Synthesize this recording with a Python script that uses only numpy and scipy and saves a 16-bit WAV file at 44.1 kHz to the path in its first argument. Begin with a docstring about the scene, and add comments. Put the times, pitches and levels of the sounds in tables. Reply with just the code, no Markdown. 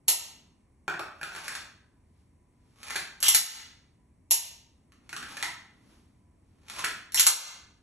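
"""Dry-fire practice with a pistol in a quiet, lively living room.
Over the hush of the house the striker snaps and its spring rings. Clothes rustle, and the gun knocks
and scrapes into a hollow plastic holster. It is drawn again and the slide is racked: steel unlocks,
drags along its rails and slams shut. Then the whole drill comes round once more. A small stereo
recorder a few steps away ducks on the loudest clacks and recovers in their echo."""
import sys
import numpy as np
from scipy import signal
from scipy.fft import rfft, irfft, next_fast_len
from scipy.io import wavfile
from scipy.ndimage import minimum_filter1d

SR = 44100
rng = np.random.default_rng(int(sys.argv[2]) if len(sys.argv) > 2 else 0)


def wav_out(sig):
    """Save sig, one row per channel (or a flat mono array), as 16-bit PCM at SR to the path in sys.argv[1]."""
    wavfile.write(sys.argv[1], SR, np.round(np.clip(np.atleast_2d(sig).T, -1, 1) * 32767).astype(np.int16))


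N = 344862
T = np.arange(N) / SR
FFT_SIZE = next_fast_len(N + SR // 2)
HZ = np.maximum(np.arange(FFT_SIZE // 2 + 1) * SR / FFT_SIZE, 1)

# The striker falls on an empty chamber. Each row: time in seconds, strength in dB, spring send in dB.
SNAPS = [(0.082, 12, 2), (4.3095, 11.5, -1)]
# Swells of cloth. Each row: time of the peak in seconds, level in dB.
ARM_MOVES = [(0.45, -67), (1.501, -60), (2.95, -60.5), (3.6, -64.5), (5.251, -56.5), (5.9, -61.5),
             (6.852, -56.5), (7.65, -72)]
TROUSER_BRUSHES = [(2.2, -77.5), (2.68, -77), (5.93, -65), (6.52, -79.5)]
# The gun bumps the holster. Each row: time in seconds, strength in dB, hollow pitch in Hz,
# hardness in dB (more gives a sharper click).
HOLSTER_KNOCKS = [(0.88, -11.5, 1398, -35), (0.899, -25, 1380, -32), (0.9392, -25.5, 1698, -49),
                  (0.9939, -20.5, 1280, -23), (0.997, -24.5, 720, -26), (1.213, -23, 1584, -25),
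                  (1.231, -22, 1440, -18), (1.35, -29.5, 1640, -15), (1.362, -26.5, 1540, -16.5),
                  (1.4809, -27.5, 1660, -7), (1.552, -29.5, 1560, -8.5), (2.831, -42, 2580, -1.5),
                  (2.883, -37.5, 2490, -7.5), (2.906, -29, 2080, -6.5), (2.957, -20, 1616, -17.5),
                  (2.961, -26.5, 1660, -2.5), (4.921, -56, 1088, -5.5), (5.093, -37, 2280, -10),
                  (5.129, -22.5, 1480, -18), (5.165, -25, 1230, -12), (5.228, -28.5, 1580, -16.5),
                  (5.369, -29.5, 1760, -11), (5.427, -21.5, 2056, -8), (5.433, -26.5, 915, -18),
                  (6.684, -50, 1840, 2), (6.699, -50.5, 1560, 11), (6.792, -24, 1075, -13),
                  (6.841, -16, 1460, -26), (6.845, -31.5, 1710, 4.5)]
# The gun slides in or out. Each row: start and end in seconds, relative level at the end in dB.
HOLSTER_STROKES = [(1.212, 1.535, -40.5), (2.802, 2.928, -40), (5.13, 5.402, -42.5), (6.691, 6.788, -39.5)]
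# The slide is racked. Each row: unlock, rear stop and slam in seconds, force in dB, extra thud in dB.
SLIDE_RACKS = [(3.2276, 3.2833, 3.3472, 2.5, 1.5), (7.145, 7.1964, 7.2668, 1.25, -1)]
# The slide drags on its rails. Each row: start and end in seconds, level in dB.
RAIL_DRAGS = [(3.229, 3.348, -29), (7.163, 7.256, -31)]

# The tone colour of each layer. Each row: frequency in Hz, gain in dB.
HUSH_EQ = [(20, -16), (55, 0.5), (85, -1.5), (140, -5), (260, -6), (500, -20.5), (1100, -24), (1400, -34.5),
           (2200, -28.5), (3300, -41.5), (7200, -38), (8700, -24.5), (9600, -33.5), (14000, -60)]
STRIKER_EQ = [(100, -31.5), (400, -22.5), (950, -21.5), (1550, -29), (2700, -15), (4200, -10), (6200, -7),
              (7500, -4), (9200, -5), (10800, 2), (12500, -13.5), (14300, -12), (16000, -43.5)]
CLOTH_EQ = [(40, -9), (110, -5), (260, 0), (550, -16.5), (2000, -25.5), (8000, -41), (16000, -60)]
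CLICK_EQ = [(150, -22.5), (900, -8.5), (2600, 2.5), (4500, 1), (7000, 0), (10800, 2.5), (12600, -16.5),
            (14500, -48)]
RUB_EQ = [(100, -22.5), (500, -6.5), (1000, 3), (1900, -3.5), (3200, -2), (5000, -3.5), (7500, -7.5),
          (11000, -4), (13000, -31.5), (15000, -57)]
CLACK_EQ = [(100, -39.5), (500, -31), (1000, -13.5), (2000, -11), (3100, -8.5), (4600, -5), (6000, -3.5),
            (7500, 0), (9200, -1.5), (10600, 4), (12200, -8), (14000, -28.5), (15500, -54.5)]
THUD_EQ = [(80, -24), (300, -25), (950, -14.5), (2100, -8), (4000, -13.5), (10000, -53)]
RAIL_EQ = [(200, -44), (1000, -18), (2100, -11), (3150, 7), (4500, -8), (6000, -1), (7500, -6.5),
           (10800, -5), (12500, -14.5), (14500, -43)]

# What rings. Each row: pitch in Hz, bandwidth in Hz, gain in dB.
HOUSE_TONES = [(81, 22, -1), (990, 2.8, 14)]
SPRING_RING = [(2700, 120, -5.5), (3940, 75, -4), (6100, 34, -2)]   # striker and spring inside the slide
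FRAME_RING = [(700, 200, 0), (930, 100, 4), (1300, 160, 9), (1750, 400, 2), (4300, 200, -3)]   # the pistol's frame after a snap or a hard knock
STEEL_RING = [(934, 29, 2), (2000, 11, 1.5), (2880, 99, -3), (3130, 19, -7.5), (4030, 44, -9),
              (4180, 110, -6), (5613, 78, 4), (5740, 9.9, -2), (7370, 54, -8), (10200, 390, -8.5),
              (11800, 570, -5.5)]   # shared by striker, slide and rails
SHELL_RING = [(1280, 42, -10.5), (1530, 9.3, -13.5), (1856, 47, -10), (1800, 92, -28.5), (2432, 240, -7.5),
              (2690, 100, -43)]   # the holster's plastic
BELT_RING = [(162.1, 28, -5.5), (360, 140, -7), (936, 120, -19)]   # the holster's belt mount

# First bounces off wall, floor and ceiling. Each row: delay in seconds, gain in dB.
FIRST_REFLECTIONS = [(.0036, -7), (.0061, -11.5), (0.0123, -14.5)]
# The room's tail. Each row: frequency in Hz, seconds to fall by 60 dB.
ROOM_DECAY = [(150, .6), (550, .56), (1400, .58), (3700, .53), (6500, .46), (10500, .34), (14000, .18)]
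# The microphone pair. Each row: frequency in Hz, lag of the left side in radians,
# left-right likeness of diffuse sound from 0 to 1.
MIC_PAIR = [(60, 0, .995), (130, 0, .96), (250, 0, .82), (600, .1, .6), (1150, .2, .45), (1800, 0, .97),
            (2600, 1, .35), (4400, 1.5, .45), (4900, 3.14, .7), (5400, 5.3, .7), (5900, 6.28, .99),
            (7400, 7.7, .72), (8700, 9.1, .985), (9150, 9.42, .999), (9600, 9.8, .985), (10600, 10.8, .86),
            (12000, 12.5, .98)]

# The three blows of a rack. Each pair: steel clack in dB, frame thud in dB.
UNLOCK, REAR_STOP, SLAM = (4, 5.2), (13, 9), (20.7, 20.7)


def from_db(db):
    """Decibels to gain."""
    return 10 ** (np.asarray(db) / 20)


def rms_one(x):
    """Scale to unit power."""
    return x / np.sqrt(np.mean(x ** 2) + 1e-20)


def at_hz(points, hz, column=1):
    """Read one column of a table on a log-frequency axis."""
    rows = np.array(points)
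    return np.interp(np.log(hz), np.log(rows[:, 0]), rows[:, column])


def fader(swells):
    """Gain of overlapping swells, each a curve in dB."""
    return np.sqrt(sum(from_db(db) ** 2 for db in swells))


def add(track, s, sound):
    """Mix a sound in at s seconds."""
    at = int(round(s * SR))
    track[at:at + len(sound)] += sound[:N - at]


def colour(x, eq):
    """Minimum-phase EQ: nothing rings ahead of a hit."""
    cepstrum = irfft(np.log(from_db(at_hz(eq, HZ))), FFT_SIZE)
    cepstrum[1:FFT_SIZE // 2] *= 2
    cepstrum[FFT_SIZE // 2 + 1:] = 0
    return irfft(rfft(x, FFT_SIZE) * np.exp(rfft(cepstrum)), FFT_SIZE)[:N]


def resonate(x, modes):
    """Ring a bank of parallel resonances."""
    ring = 0
    for hz, width, db in modes:
        r = np.exp(-np.pi * width / SR)
        poles = [1, -2 * r * np.cos(2 * np.pi * hz / SR), r * r]
        ring = ring + from_db(db) * (1 - r * r) / 2 * signal.lfilter([1, 0, -1], poles, x + 1e-18)
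    return ring


def smooth(x, seconds):
    """One-pole low-pass with the given time constant."""
    r = np.exp(-1 / (seconds * SR))
    return signal.lfilter([1 - r], [1, -r], x)


def soft_noise(eq):
    """Two unrelated smooth noises of one colour."""
    return np.array([rms_one(colour(white, eq)) for white in rng.standard_normal((2, N))])


def contact(decay_s):
    """A hard contact: a burst of tiny bounces that dies at once, even in spectrum, unit energy."""
    t = T[:SR // 20]
    dying = from_db(-60 * t / decay_s)
    spectrum = rfft(rng.standard_normal(len(t)) * dying)
    burst = irfft(spectrum / np.abs(spectrum), len(t)) * np.sqrt(dying)
    return burst / np.linalg.norm(burst)


def stick_slip(slips_per_s, spread_db):
    """The grain of a scrape: tiny slips, uneven in size and timing."""
    sizes = from_db(spread_db * np.minimum(rng.exponential(1, N), 4)) * rng.choice([-1, 1], N)
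    return sizes * (rng.random(N) < slips_per_s / SR)


def house_hush(noise_db=-64.5):
    """A low bed of room noise with faint steady tones in it."""
    bed = from_db(noise_db) * soft_noise(HUSH_EQ)
    return bed + resonate(bed, HOUSE_TONES)


def striker(decay_s=.0047, sear_lead_s=.004, sear_db=-24):
    """The sear ticks free, then the striker snaps steel on steel, ringing spring and frame."""
    hits, spring = np.zeros((2, N))
    for s, db, spring_db in SNAPS:
        snap = from_db(db) * contact(decay_s)
        add(hits, s - sear_lead_s, from_db(db + sear_db) * contact(decay_s))
        add(hits, s, snap)
        add(spring, s, from_db(spring_db) * snap)
    snaps = colour(hits + resonate(spring, SPRING_RING) + resonate(hits, FRAME_RING), STRIKER_EQ)
    return snaps + resonate(snaps, STEEL_RING)


def clothes(arm_fade_db_per_s=43.5, brush_fade_db_per_s=73.5):
    """Cloth swells and fades with each arm movement; hands on the trousers add a brighter swish."""
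    rustle = fader(db - arm_fade_db_per_s * np.abs(T - s) for s, db in ARM_MOVES)
    swish = fader(db - brush_fade_db_per_s * np.abs(T - s) for s, db in TROUSER_BRUSHES)
    return rustle * soft_noise(CLOTH_EQ) + swish * soft_noise(RUB_EQ)


def holster_knocks(push_db=28.5, thump_db=20, edge_db=25, push_s=.006, edge_s=.008,
                   cavity_width_hz=340, soft_limit_db=-16.5):
    """Hollow plastic, pitched by how deep the gun sits; hard knocks click, soft ones thump the mount."""
    pushes, cavity, thumps, edges = np.zeros((4, N))
    for s, db, hz, hardness_db in HOLSTER_KNOCKS:
        push = from_db(db + push_db) * contact(push_s)
        hollow = [(hz, cavity_width_hz, 0)]
        thump_loss_db = .6 * max(hardness_db - soft_limit_db, 0)
        add(pushes, s, push)
        add(cavity, s, resonate(resonate(push, hollow), hollow))
        add(thumps, s, from_db(db + thump_db - thump_loss_db) * contact(push_s))
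        add(edges, s, from_db(db + hardness_db + edge_db) * contact(edge_s))
    shell = resonate(pushes, SHELL_RING)
    mount = resonate(thumps, BELT_RING + [(700, 200, -5)])   # one more mode for a boxy midrange
    clicks = colour(edges + resonate(edges, FRAME_RING), CLICK_EQ)
    return from_db(1) * cavity + from_db(-1) * shell + mount + clicks


def holster_scrape(grip_db=20, attack_db_per_s=172.5, release_db_per_s=226, shell_db=6, trim_db=-4):
    """Small slips ring the plastic shell; the friction grows along each stroke, then lets go."""
    slips = colour(stick_slip(slips_per_s=1800, spread_db=7), RUB_EQ)
    scrape = rms_one(slips + from_db(shell_db) * resonate(slips, SHELL_RING))
    swells = []
    for start, end, db in HOLSTER_STROKES:
        pressure_db = np.interp(T, [start, end], [db - grip_db, db])
        fade_in_db = attack_db_per_s * np.maximum(start - T, 0)
        fade_out_db = release_db_per_s * np.maximum(T - end, 0)
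        swells.append(pressure_db - fade_in_db - fade_out_db)
    return from_db(trim_db) * fader(swells) * scrape


def rack_blows(unlock_s, stop_s, slam_s, chatter_s=.013, chatter_loss_db=9.5, bounce_s=.004):
    """The hits of one rack. Each row: time in seconds, kind of blow, trim in dB."""
    blows = [(unlock_s - .024, UNLOCK, -20.5),   # the hand takes up the slack
             (slam_s - .0056, SLAM, -15)]   # the slide picks up the barrel just before it shuts
    # the barrel unlocks, then chatters twice
    blows += [(unlock_s + k * chatter_s, UNLOCK, -k * chatter_loss_db) for k in range(3)]
    for s, blow in (stop_s, REAR_STOP), (slam_s, SLAM):
        blows += [(s, blow, 0), (s + bounce_s, blow, -15.5)]   # one bounce at either end
    return blows


def slide_clacks(clack_s=.0055, thud_s=.015):
    """The heavy slide clacks steel on steel and shakes a thud out of the frame."""
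    clacks, thuds = np.zeros((2, N))
    for unlock_s, stop_s, slam_s, force_db, weight_db in SLIDE_RACKS:
        for s, (clack_db, thud_db), trim_db in rack_blows(unlock_s, stop_s, slam_s):
            add(clacks, s, from_db(force_db + trim_db + clack_db) * contact(clack_s))
            add(thuds, s, from_db(force_db + trim_db + thud_db + weight_db) * contact(thud_s))
    blows = colour(clacks, CLACK_EQ) + colour(thuds, THUD_EQ)
    return blows + resonate(blows, STEEL_RING)


def rail_scrape(swell_share=.15):
    """Steel drags over steel in a run of tiny catches that quickly swells and fades."""
    catches = colour(stick_slip(slips_per_s=700, spread_db=6), RAIL_EQ)
    drag = np.zeros(N)
    for start, end, db in RAIL_DRAGS:
        ramp_s = swell_share * (end - start)
        drag += from_db(db) * np.clip(np.minimum(T - start, end - T) / ramp_s, 0, 1)
    return drag * rms_one(catches + resonate(catches, STEEL_RING))


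def room_tail(build_s=.0021, early_db=-27, early_t60_s=.07, tail_db=-23.2):
    """Diffuse echo: a quick cluster off nearby furniture, then a tail whose treble dies first."""
    t, hz = T[:SR], np.arange(SR // 2 + 1)
    white = rfft(rng.standard_normal(SR))
    band_edges = [0, *np.geomspace(500, SR / 2, 14)]
    early = from_db(early_db - 60 * t / early_t60_s)
    tail = np.zeros(SR)
    for low, high in zip(band_edges, band_edges[1:]):
        band = irfft(white * ((hz >= low) & (hz < high)), SR)
        late = from_db(tail_db - 60 * t / at_hz(ROOM_DECAY, (low + high) / 2))
        tail += band * np.hypot(late, early)
    return tail * (1 - np.exp(-t / build_s))


def room_echo(x, cycle_s=.41):
    """The gun keeps moving, so its sound crossfades through four echo patterns."""
    turn = 2 * np.pi * T / cycle_s
    fades = [np.maximum(np.cos(turn - k * np.pi / 2), 0) for k in range(4)]
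    return sum(signal.oaconvolve(x * fade, room_tail())[:N] for fade in fades)


def microphones(direct, diffuse):
    """Direct sound is common to both sides, diffuse sound only partly; the left lags by frequency."""
    lag = at_hz(MIC_PAIR, HZ)
    alike = np.clip(at_hz(MIC_PAIR, HZ, column=2), 0, 1)
    mid = rfft(direct, FFT_SIZE) + np.sqrt((1 + alike) / 2) * rfft(diffuse[0], FFT_SIZE)
    side = np.sqrt((1 - alike) / 2) * rfft(diffuse[1], FFT_SIZE)
    left, right = (mid + side) * np.exp(-1j * lag), mid - side
    return irfft(np.array([left, right]), FFT_SIZE)[:, :N]


def gain_control(x, threshold_db=-26, sense_s=.017, attack_s=.069, hold_s=.04, release_db_per_s=125):
    """Loudness ducks the gain, too slowly to catch a clack's attack; it holds, then climbs back."""
    level_db = 10 * np.log10(smooth(np.mean(x ** 2, axis=0), sense_s) + 1e-12)
    over_db = np.maximum(level_db - threshold_db, 0)
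    half_hold = int(hold_s * SR / 2)
    held_db = -minimum_filter1d(-over_db, 2 * half_hold + 1, origin=half_hold, mode="constant")
    cut_db = np.maximum.accumulate(held_db + release_db_per_s * T) - release_db_per_s * T
    return x * from_db(-smooth(cut_db, attack_s))


def scene():
    """Gun and holster sound into the room, over the hush of the house and moving clothes."""
    snaps = striker()
    slide = slide_clacks() + rail_scrape()
    plastic = holster_knocks() + holster_scrape()
    sources = snaps + slide + plastic
    direct = sources.copy()
    for delay_s, db in FIRST_REFLECTIONS:
        add(direct, delay_s, from_db(db) * sources)
    # at arm's length the gun feeds the room more than close to the body
    room_send = 1.3 * snaps + .9 * slide + .64 * plastic
    echo = np.array([room_echo(room_send), room_echo(room_send)])
    return microphones(direct, echo + house_hush() + clothes())


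def record(dry):
    """The recorder rides the gain, rounds off the peaks and cuts the very top."""
    ceiling, cutoff_hz = .66, 15200
    ducked = gain_control(dry)
    rounded = ducked / (1 + (ducked / ceiling) ** 4) ** .25
    return signal.sosfilt(signal.ellip(10, .1, 80, cutoff_hz, fs=SR, output="sos"), rounded)


dry = scene()
out = record(dry)
wav_out(out)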